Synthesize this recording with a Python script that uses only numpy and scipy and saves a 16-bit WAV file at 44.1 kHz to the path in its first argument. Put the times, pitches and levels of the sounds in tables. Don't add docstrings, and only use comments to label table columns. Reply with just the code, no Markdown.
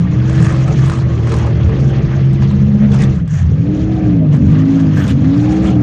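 import sys
import numpy as np
from scipy import signal
from scipy.io import wavfile
from scipy.ndimage import uniform_filter1d

SR = 44100
rng = np.random.default_rng(int(sys.argv[2]) if len(sys.argv) > 2 else 0)


def dump(signal):
    limited = np.clip(np.atleast_2d(signal).T, -1, 1)
    pcm = np.round(limited * 32767).astype(np.int16)
    wavfile.write(sys.argv[1], SR, pcm)


N = 256662
DULL_HZ = 9800

# pitch_hz, relative_db, t60_s
PANEL_MODES = [(626, -7, 0.099), (1164.5, -9.5, 0.15), (1258, -3, 0.046), (1630, 2, 0.01),
               (1720, -3, 0.014), (2210, -10.5, 0.019), (2523, -7, 0.017), (3100, -9.5, 0.0082),
               (4900, -21.5, 0.015)]


def amp(db):
    return 10 ** (np.asarray(db) / 20)


def rms_one(x):
    return x / np.sqrt(np.mean(x ** 2) + 1e-20)


def in_time(rows):
    times_s, *columns = np.transpose(rows)
    return [np.interp(np.arange(N) / SR, times_s, column) for column in columns]


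def at_hz(response, hz):
    table_hz, level_db = np.transpose(response)
    return np.interp(np.log(hz), np.log(table_hz), level_db)


def bandpass(x, low_hz, high_hz, order):
    return signal.sosfilt(signal.butter(order, [low_hz, high_hz], "band", fs=SR, output="sos"), x)


def drift(rate_hz):
    step, settle = 40, 2000
    pole = np.exp(-2 * np.pi * rate_hz * step / SR)
    noise = rng.standard_normal(N // step + settle + 2)
    slow = signal.lfilter([1], [1, -2 * pole, pole * pole], noise)[settle:]
    return np.interp(np.arange(N) / step, np.arange(len(slow)), rms_one(slow))


def ring(clicks, hz, t60_s):
    decay, angle = amp(-60 / (t60_s * SR)), 2 * np.pi * hz / SR
    return signal.lfilter([0, np.sin(angle)], [1, -2 * decay * np.cos(angle), decay ** 2], clicks + 1e-18)


def tone(turns, level_db, wobble_db, wobble_hz, slip_turns):
    phase = turns + rng.random() + slip_turns * drift(wobble_hz)
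    return np.sqrt(2) * amp(level_db + wobble_db * drift(wobble_hz)) * np.sin(2 * np.pi * phase)


def bands(noise_pair, spectrum, patchy_db, tilt_db=0, flicker_db=0):
    bottom_hz, top_hz = spectrum[0][0], spectrum[-1][0]
    edges = np.geomspace(bottom_hz, top_hz, round(3 * np.log2(top_hz / bottom_hz)) + 1)
    out = 0
    for k, (low, high) in enumerate(zip(edges, edges[1:])):
        mid = np.sqrt(low * high)
        treble = np.clip(np.log2(mid / 2600) / 1.3, 0, 1)
        tilt_weight = treble + 13.1 * max(np.log2(min(mid, DULL_HZ) / 6200), 0)
        gain_db = at_hz(spectrum, mid) + patchy_db * drift(29) + tilt_weight * tilt_db + treble * flicker_db
        out = out + amp(gain_db) * bandpass(noise_pair[k % 2], low, high, order=3)
    return out


def engine():
    # time_s, rate_hz
    speed = [(0, 57.3), (.1, 60.35), (.3, 64.63), (.9, 66.33), (1.45, 67.04), (2.4, 66.8), (2.82, 69.34),
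             (3.1, 66.34), (3.31, 50.9), (3.43, 41.7), (3.65, 57.64), (3.72, 60.8), (3.84, 63.3),
             (3.92, 63.74), (4.0, 63.1), (4.1, 60.17), (4.2, 54.2), (4.3, 49.54), (4.4, 47.54),
             (4.54, 50.86), (4.7, 54.8), (4.8, 54.53), (4.9, 51.23), (5.14, 44.65), (5.25, 51.73),
             (5.39, 58.9), (5.55, 63.2), (5.64, 64.3), (5.73, 62.8), (5.82, 58)]
    # time_s, second_db, third_db
    low_harmonics = [(0, -29, -7.5), (.1, -17, -16.5), (.3, -9, -22), (.55, -16.5, -38), (.7, -13, -35),
                     (.8, -6.5, -40), (.93, -14, -28), (1.4, -26.5, -33), (1.68, -15, -23),
                     (1.8, -9.5, -28), (2.35, -10, -19), (2.5, -8.5, -13.5), (2.84, -14, -6.5),
                     (2.95, -12, -11.5), (3.11, -9, -16), (3.2, -41, -16.5), (3.4, -13, -13),
                     (3.5, -14, -17.5), (3.68, -26.5, -12.5), (3.75, -22.5, -15), (3.8, -16, -19),
                     (3.9, -24.5, -15), (4.02, -16.5, -18), (4.07, -18.5, -13.5), (4.3, -21, -7),
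                     (4.4, -26, -16.5), (4.6, -11, -5.5), (4.67, -17.5, -21), (4.75, -19, -9.5),
                     (4.95, -13, -9), (5.12, -23, -19), (5.22, -19, -13.5), (5.36, -18, -12.5),
                     (5.45, -9, -15), (5.52, -30, -14.5), (5.65, -23, -17), (5.82, -15.5, -13)]
    # multiple, level_at_55_hz_db, slope_db_per_hz
    high_harmonics = [(4, -24, -0.8), (5, -10, 0.15), (6, -19, -1.9)]
    # time_s, gain_db
    throttle = [(0, -20), (.1, -9), (.35, 2), (.7, -3), (1.5, -2), (2.5, -2.5), (2.82, -3.5), (2.87, -15),
                (2.92, -3.5), (3.1, -2), (3.25, -21), (3.4, -64), (3.55, -13.5), (3.7, 0.5), (3.9, 0.5),
                (4.1, 4.5), (4.19, 3.5), (4.26, 0), (4.3, -9), (4.45, -1), (4.55, -1), (4.7, 6),
                (4.88, 2.5), (4.93, -7), (5.15, -5.5), (5.24, -0.5), (5.33, 7.5), (5.4, 5.5), (5.6, 7),
                (5.73, 1.5), (5.77, 8.5), (5.82, 4)]
    # frequency_hz, gain_db
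    exhaust_response = [(170, -2.5), (205, 0), (232, -4.5), (262, -2.5), (280, -5.5), (308, -8.5),
                        (330, -14), (348, -23.5), (400, -31)]
    # time_s, level_db
    load = [(0, -33.5), (.2, -30), (.42, -34.5), (.58, -30), (.72, -28.5), (.95, -35), (1.35, -25),
            (1.55, -28.5), (1.75, -25), (2.0, -27), (2.15, -34.5), (2.7, -38.5), (3.06, -26), (3.3, -40),
            (3.45, -31.5), (3.78, -28), (4.1, -28), (4.4, -27.5), (4.75, -31.5), (5.05, -26), (5.3, -36),
            (5.66, -25.5), (5.82, -30.5)]
    # order, level_db
    uneven_orders = [(3, -23.5), (4, -44.5), (5, -32.5), (7, -28), (8, -34.5), (10, -30.5), (11, -43.5),
                     (13, -27), (14, -48), (16, -35), (17, -33), (19, -41), (20, -33), (21, -39.5),
                     (22, -45), (24, -43.5), (25, -38), (27, -41), (30, -41.5), (33, -46), (35, -41)]
    # frequency_hz, gain_db
    pipe_response = [(48, -32.5), (66, -0.5), (200, 3.5), (250, -2), (330, -11), (365, -4.5), (430, -2),
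                     (520, -1), (680, -4), (760, -7)]
    inertia_s = 0.05
    bank_hz = uniform_filter1d(in_time(speed)[0], int(inertia_s * SR), mode="nearest")
    turns = np.cumsum(bank_hz) / SR
    second_db, third_db = in_time(low_harmonics)
    roar_db, = in_time(load)
    throttle_db, = in_time(throttle)
    burble = 1 + 0.26 * np.maximum(52.83 - bank_hz, 0)
    out = tone(2 * turns, second_db, wobble_db=2.2, wobble_hz=11, slip_turns=0.0093)
    out += tone(3 * turns, third_db, 1.97 * burble, 17.6, 0.047 * burble)
    for multiple, level_db, slope in high_harmonics:
        drive_db = level_db + slope * (bank_hz - 55) + throttle_db
        colour_db = at_hz(exhaust_response, multiple * bank_hz)
        out += tone(multiple * turns, drive_db + colour_db, 1.7 * burble, 19, 0.017 * burble)
    effort_db = 0.65 * (roar_db - np.mean(roar_db)) + 0.26 * throttle_db
    for order, level_db in uneven_orders:
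        multiple = order / 3
        colour_db = at_hz(pipe_response, multiple * bank_hz)
        out += tone(multiple * turns, level_db + effort_db + colour_db, 4.5, 12.5, 0.12)
    return out, turns, roar_db


def neighbour():
    # time_s, firing_hz, level_db
    course = [(0.0, 116.5, -10), (0.41, 127.9, -8), (0.91, 128.4, -16), (1.04, 118.6, -7.5),
              (1.34, 119.2, -6.5), (1.7, 108, -7.5), (1.9, 120.9, -19.5), (2.43, 107, -21), (2.85, 95, -35),
              (3.2, 80, -16), (3.37, 121.6, -16.5), (4.15, 116.4, -12.5), (4.31, 103.6, -31),
              (4.8, 96, -32.5), (5.12, 118, -9), (5.45, 119.0, -14.5), (5.82, 121, -10.5)]
    # multiple, gain_db
    partials = [(0.668, -9.5), (1, -4.5), (1.335, -22), (2.002, -37.5), (2.337, -42)]
    firing_hz, level_db = in_time(course)
    turns = np.cumsum(firing_hz * (1 + 0.014 * drift(7.15))) / SR
    return sum(tone(multiple * turns, level_db + gain_db, 1, 6.7, 0.15) for multiple, gain_db in partials)


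def shell_boom():
    # centre_hz, width_hz, relative_db
    cab_modes = [(38, 14, -9.5), (56.3, 34, 4.5), (85.13, 3.4, 8), (121.6, 38, 10.5), (155.3, 28, 12),
                 (192.7, 8.3, 5.5)]
    # time_s, level_db
    swells = [(0, -22), (.1, -11), (.25, -29), (.42, -8), (.55, -15), (.7, -13), (.9, -17), (1.25, -29),
              (1.6, -12), (1.75, -18.5), (2.05, -15.5), (2.25, -12.5), (2.45, -13.5), (2.9, -11),
              (3.08, -14), (3.35, -19), (3.5, -12), (3.8, -17), (4.25, -29.5), (4.42, -12), (4.85, -28.5),
              (5.05, -20), (5.35, -25), (5.82, -22)]
    boom = 0
    for hz, width, mode_db in cab_modes:
        mode = bandpass(rng.standard_normal(N), hz - width / 2, hz + width / 2, order=2)
        boom = boom + amp(mode_db) * rms_one(mode)
    level_db, = in_time(swells)
    return amp(level_db + 2.5 * drift(6.9)) * rms_one(boom)


def exhaust_roar(turns, level_db):
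    # frequency_hz, relative_db
    spectrum = [(130, -34.5), (220, 8), (274, -10), (327, -16.5), (372, -5), (432, -5), (998, -35),
                (1200, -29.5), (1560, -61.5), (2640, -120)]
    puffs = 1 + np.cos(2 * np.pi * turns)
    roar = bands(puffs * rng.standard_normal((2, N)), spectrum, patchy_db=1)
    return amp(level_db + 2.5 * drift(11)) * rms_one(roar)


def rattle():
    # time_s, level_db, brightness_db
    shaking = [(0, -34.5, -9.5), (.3, -33, -9), (1.03, -35, -8.5), (1.06, -33.5, -16), (1.1, -35, -9),
               (1.48, -34.5, -8), (1.52, -35.5, -9.5), (1.65, -33.5, -9), (1.9, -34, -9), (2.0, -33, -11),
               (2.7, -38, -10.5), (3.05, -36.5, -7), (3.075, -34, -8.5), (3.2, -39.5, -8.5),
               (3.24, -48.5, -14.5), (3.34, -37.5, -7.5), (3.55, -39.5, -10), (4.1, -35.5, -9),
               (4.23, -40, -19), (4.45, -38, -8), (4.6, -36.5, -8.5), (4.82, -32.5, -8),
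               (4.9, -32.5, -10.5), (5.2, -36.5, -9), (5.82, -35.5, -10)]
    # centre_s, length_s, gain_db, brightness_db
    jolts = [(0.444, 0.19, 5.5, 3), (0.682, 0.16, 2.5, 0.5), (0.872, 0.15, 6, 2), (1.365, 0.21, 5, 0),
             (1.611, 0.033, 4.5, -7), (1.725, 0.027, 2.5, -6.5), (1.965, 0.054, 3.5, -2.5),
             (2.146, 0.044, 3, 0), (2.431, 0.035, 6.5, 2.5), (2.57, 0.097, 2, 1), (2.828, 0.042, 7.5, -5.5),
             (2.946, 0.045, 8, -0.5), (3.021, 0.051, 9, 0.5), (3.392, 0.063, 2, -2.5), (4.341, 0.038, 6, 7),
             (4.537, 0.11, 6, 0), (5.029, 0.099, 5.5, 3), (5.103, 0.026, 5.5, 3.5),
             (5.295, 0.075, 2.5, -0.5), (5.504, 0.28, 3.5, 1.6), (5.677, 0.067, 5, 3)]
    # frequency_hz, relative_db
    spectrum = [(350, -36), (600, 1.5), (748, -0.5), (890, 0), (1220, -5.5), (1500, -4.5), (1740, -3.5),
                (2810, -8.5), (3230, -9), (4260, -17.5), (6620, -16.5), (8950, -57), (9600, -65.5),
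                (12500, -51), (21100, -120)]
    level_db, bright_db = in_time(shaking)
    t = np.arange(N) / SR
    for centre_s, length_s, gain_db, edge_db in jolts:
        jolt = np.exp(-0.5 * (2 * (t - centre_s) / length_s) ** 2)
        level_db += gain_db * jolt
        bright_db += edge_db * jolt
    tilt_db = bright_db - 0.0851 * level_db
    tilt_db -= np.mean(tilt_db)
    sizes = amp(5.5 * np.minimum(rng.exponential(1, N), 5)) * rng.choice([-1, 1], N)
    contacts_per_s = 900 * amp(5 * drift(25))
    clicks = rms_one(sizes * (rng.random(N) < contacts_per_s / SR))
    source = 0.3 * clicks + rng.standard_normal((2, N))
    clatter = bands(source, spectrum, patchy_db=2.5, tilt_db=tilt_db, flicker_db=2 * drift(15))
    panel_hits = rng.random(N) < 350 / SR
    rings = sum(amp(mode_db) * ring(panel_hits * rng.normal(0, 1, N), hz, t60_s)
                for hz, mode_db, t60_s in PANEL_MODES)
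    metal = rms_one(clatter) + amp(-6.5) * rms_one(rings)
    split_hz = 7050
    body = signal.sosfilt(signal.cheby1(8, 1, split_hz, "low", fs=SR, output="sos"), metal)
    top = signal.sosfilt(signal.cheby1(8, 1, split_hz, "high", fs=SR, output="sos"), metal)
    top_db = np.clip(6 * (tilt_db - 0.9) + 5 * drift(30), -40, 0)
    return amp(level_db) * (body + amp(top_db) * top)


def bangs():
    # start_s, ring_db, pitch_hz, crack_db
    chatter = [(.2968, -22.5, 1120, -29), (0.3288, -27, 1960, -33), (0.3552, -26, 1100, -35),
               (0.38, -22, 1740, -42), (0.404, -19.5, 1050, -29), (0.426, -22, 1630, -22),
               (0.4454, -25, 1780, -25), (0.4654, -22, 1180, -31), (.468, -18.5, 1730, -35),
               (0.484, -28, 1840, -34), (0.505, -21, 1300, -37), (.523, -28, 1150, -30),
               (0.544, -20.5, 1100, -39), (0.565, -25, 1310, -40), (0.7924, -25, 1750, -42),
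               (.838, -21, 1190, -33), (0.858, -35, 1100, -28), (0.8799, -21.5, 1050, -29),
               (0.898, -19, 1440, -24), (0.918, -19, 1040, -28), (0.936, -21, 1210, -35),
               (.955, -30, 1300, -37), (0.974, -29, 1090, -38), (1.272, -23, 1100, -33),
               (1.294, -33, 1099, -30), (1.319, -21, 1310, -25), (1.3404, -17, 1020, -27),
               (1.363, -37, 1110, -28), (1.386, -35, 1140, -30), (1.465, -27, 900, -36)]
    # start_s, ring_db, pitch_hz, crack_db
    blows = [(0.679, -24.5, 1250, -30), (0.72, -32, 395, -49), (0.9899, -25, 960, -37),
             (1.409, -31, 416, -38), (1.694, -22, 1030, -45), (1.80, -35.5, 1500, -39),
             (1.895, -43.5, 1300, -42.5), (2.1172, -27, 1260, -55), (2.331, -39, 1600, -35),
             (2.4237, -19, 1003, -52), (2.5113, -27.5, 1012, -39), (2.918, -28, 3400, -34),
             (2.939, -33, 3420, -30), (2.987, -31, 5000, -32), (2.944, -24, 1000, -32),
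             (3.008, -30, 1870, -29), (3.0203, -24, 1900, -24), (3.036, -24, 3450, -27),
             (3.277, -35, 1160, -36.5), (3.953, -36, 720, -55), (4.328, -35, 1108, -44),
             (4.352, -38, 1500, -41), (4.364, -30.5, 750, -40), (4.7632, -33, 1281, -54),
             (4.801, -27, 1663, -38), (4.971, -29, 1620, -29), (5.078, -46, 1260, -24),
             (5.2217, -26, 730, -51), (5.245, -27, 1400, -51), (5.6454, -27.5, 1320, -43)]
    start_s, ring_db, pitch_hz, crack_db = np.transpose(blows + chatter)
    starts = np.round(start_s * SR).astype(int)
    coupling_db = rng.normal(-6.5, 3.5, (len(starts), len(PANEL_MODES)))
    out = crack(starts, crack_db)
    for k, (hz, mode_db, t60_s) in enumerate(PANEL_MODES):
        clicks = np.zeros(N)
        clicks[starts] = amp(ring_db + mode_db + coupling_db[:, k])
        out += ring(clicks, hz, t60_s)
    t, part_t60_s = np.arange(SR // 8) / SR, 0.036
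    for start, level_db, hz in zip(starts, ring_db, pitch_hz):
        part = amp(level_db - 60 * t / part_t60_s) * np.sin(2 * np.pi * hz * t)
        out[start:start + len(t)] += part[:N - start]
    return out


def crack(starts, level_db, t60_s=0.047):
    clicks = np.zeros(N)
    clicks[starts] = amp(level_db)
    fade = signal.lfilter([1], [1, -amp(-60 / (t60_s * SR))], clicks + 1e-18)
    return bandpass(fade * rng.standard_normal(N), 2200, 8500, order=5)


def driven_resonance(strokes, clicks_per_s, order=2):
    out = np.zeros(N)
    clicks = rng.standard_normal(N) * (rng.random(N) < clicks_per_s / SR)
    for start_s, length_s, hz, width, level_db in strokes:
        start, end = round(start_s * SR), min(round((start_s + length_s) * SR), N)
        ringing = bandpass(clicks[start:end] + 1e-18, hz - width / 2, hz + width / 2, order)
        arch = np.sqrt(np.abs(np.sin(np.pi * np.arange(end - start) / (length_s * SR))))
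        out[start:end] += amp(level_db) * arch * rms_one(ringing)
    return out


def scrapes():
    # start_s, length_s, pitch_hz, width_hz, level_db
    strokes = [(0.657, 0.097, 700, 200, -28), (2.16, 0.052, 656, 121, -30), (0.38, 0.15, 1760, 300, -33),
               (0.673, 0.049, 1275, 119.8, -31), (0.836, 0.41, 1130, 200, -38.5),
               (1.303, 0.22, 910, 300, -30.5), (2.92, .07, 1100, 900, -30.5), (2.92, 0.044, 2300, 900, -40),
               (2.985, 0.077, 1940, 620, -29.5), (2.842, 0.026, 1900, 1190, -35),
               (3.17, 0.037, 1230, 500, -39), (3.003, 0.053, 3550, 400, -42),
               (3.266, 0.2, 1730, 350, -39.5), (3.29, 0.15, 6360, 1300, -41.5),
               (4.49, 0.15, 1170, 153.1, -36.5), (4.522, 0.13, 1870, 248.9, -38),
               (4.965, 0.06, 1640, 260, -26.5), (5.015, 0.047, 1470, 250, -29.5),
               (5.012, 0.046, 3100, 900, -35), (5.075, 0.051, 3030, 1200, -33.5),
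               (5.085, 0.047, 1440, 300, -38), (5.63, 0.093, 1330, 119, -35)]
    return driven_resonance(strokes, clicks_per_s=4000)


def sizzle():
    # start_s, length_s, pitch_hz, width_hz, level_db
    strokes = [(.39, .1, 10400, 1200, -59), (.855, .05, 10600, 1400, -54), (1.335, 0.069, 10500, 1000, -59),
               (1.335, .055, 13500, 1500, -68), (4.935, .07, 13500, 2000, -57),
               (4.985, 0.077, 12870, 1795, -54), (5.065, .06, 13000, 2600, -58),
               (4.935, 0.19, 8500, 1600, -54.5), (5.07, .055, 9906, 1210, -54),
               (5.512, .035, 13000, 1598, -74), (5.512, 0.034, 9250, 1395, -58)]
    return driven_resonance(strokes, clicks_per_s=9000, order=4)


def thumps():
    # start_s, push_db, pitch_hz, body_t60_s
    blows = [(1.633, -1.5, 85.4, 0.12), (3.449, -3, 82.9, 0.16)]
    out = np.zeros(N)
    for start_s, push_db, hz, body_t60_s in blows:
        push = np.zeros(N)
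        push[round(start_s * SR)] = amp(push_db)
        force = ring(push, hz, t60_s=0.22) * 200 / SR
        out += ring(force, hz, body_t60_s)
    return out


def exhaust_rasps():
    # start_s, length_s, pitch_hz, width_hz, level_db
    rasps = [(3.88, 0.32, 704, 98, -34), (4.19, 0.097, 681.4, 60, -36), (5.4, 0.19, 772, 100, -29),
             (5.56, 0.32, 720, 140.5, -30.5)]
    return driven_resonance(rasps, clicks_per_s=1200)


def scene():
    motor, turns, roar_db = engine()
    cab = motor + neighbour() + shell_boom() + exhaust_roar(turns, roar_db)
    cab += rattle() + bangs() + scrapes() + thumps() + exhaust_rasps()
    cab = signal.sosfilt(signal.ellip(6, 0.5, 60, DULL_HZ, fs=SR, output="sos"), cab)
    return (cab + sizzle())[None]


def record(dry):
    bass_cut = signal.sosfilt(signal.butter(2, 35, "high", fs=SR, output="sos"), dry)
    rounded = 1.12 * np.tanh(bass_cut / 1.26)
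    return signal.sosfilt(signal.ellip(8, 0.5, 70, 15000, fs=SR, output="sos"), rounded)


dry = scene()
out = record(dry)
dump(out)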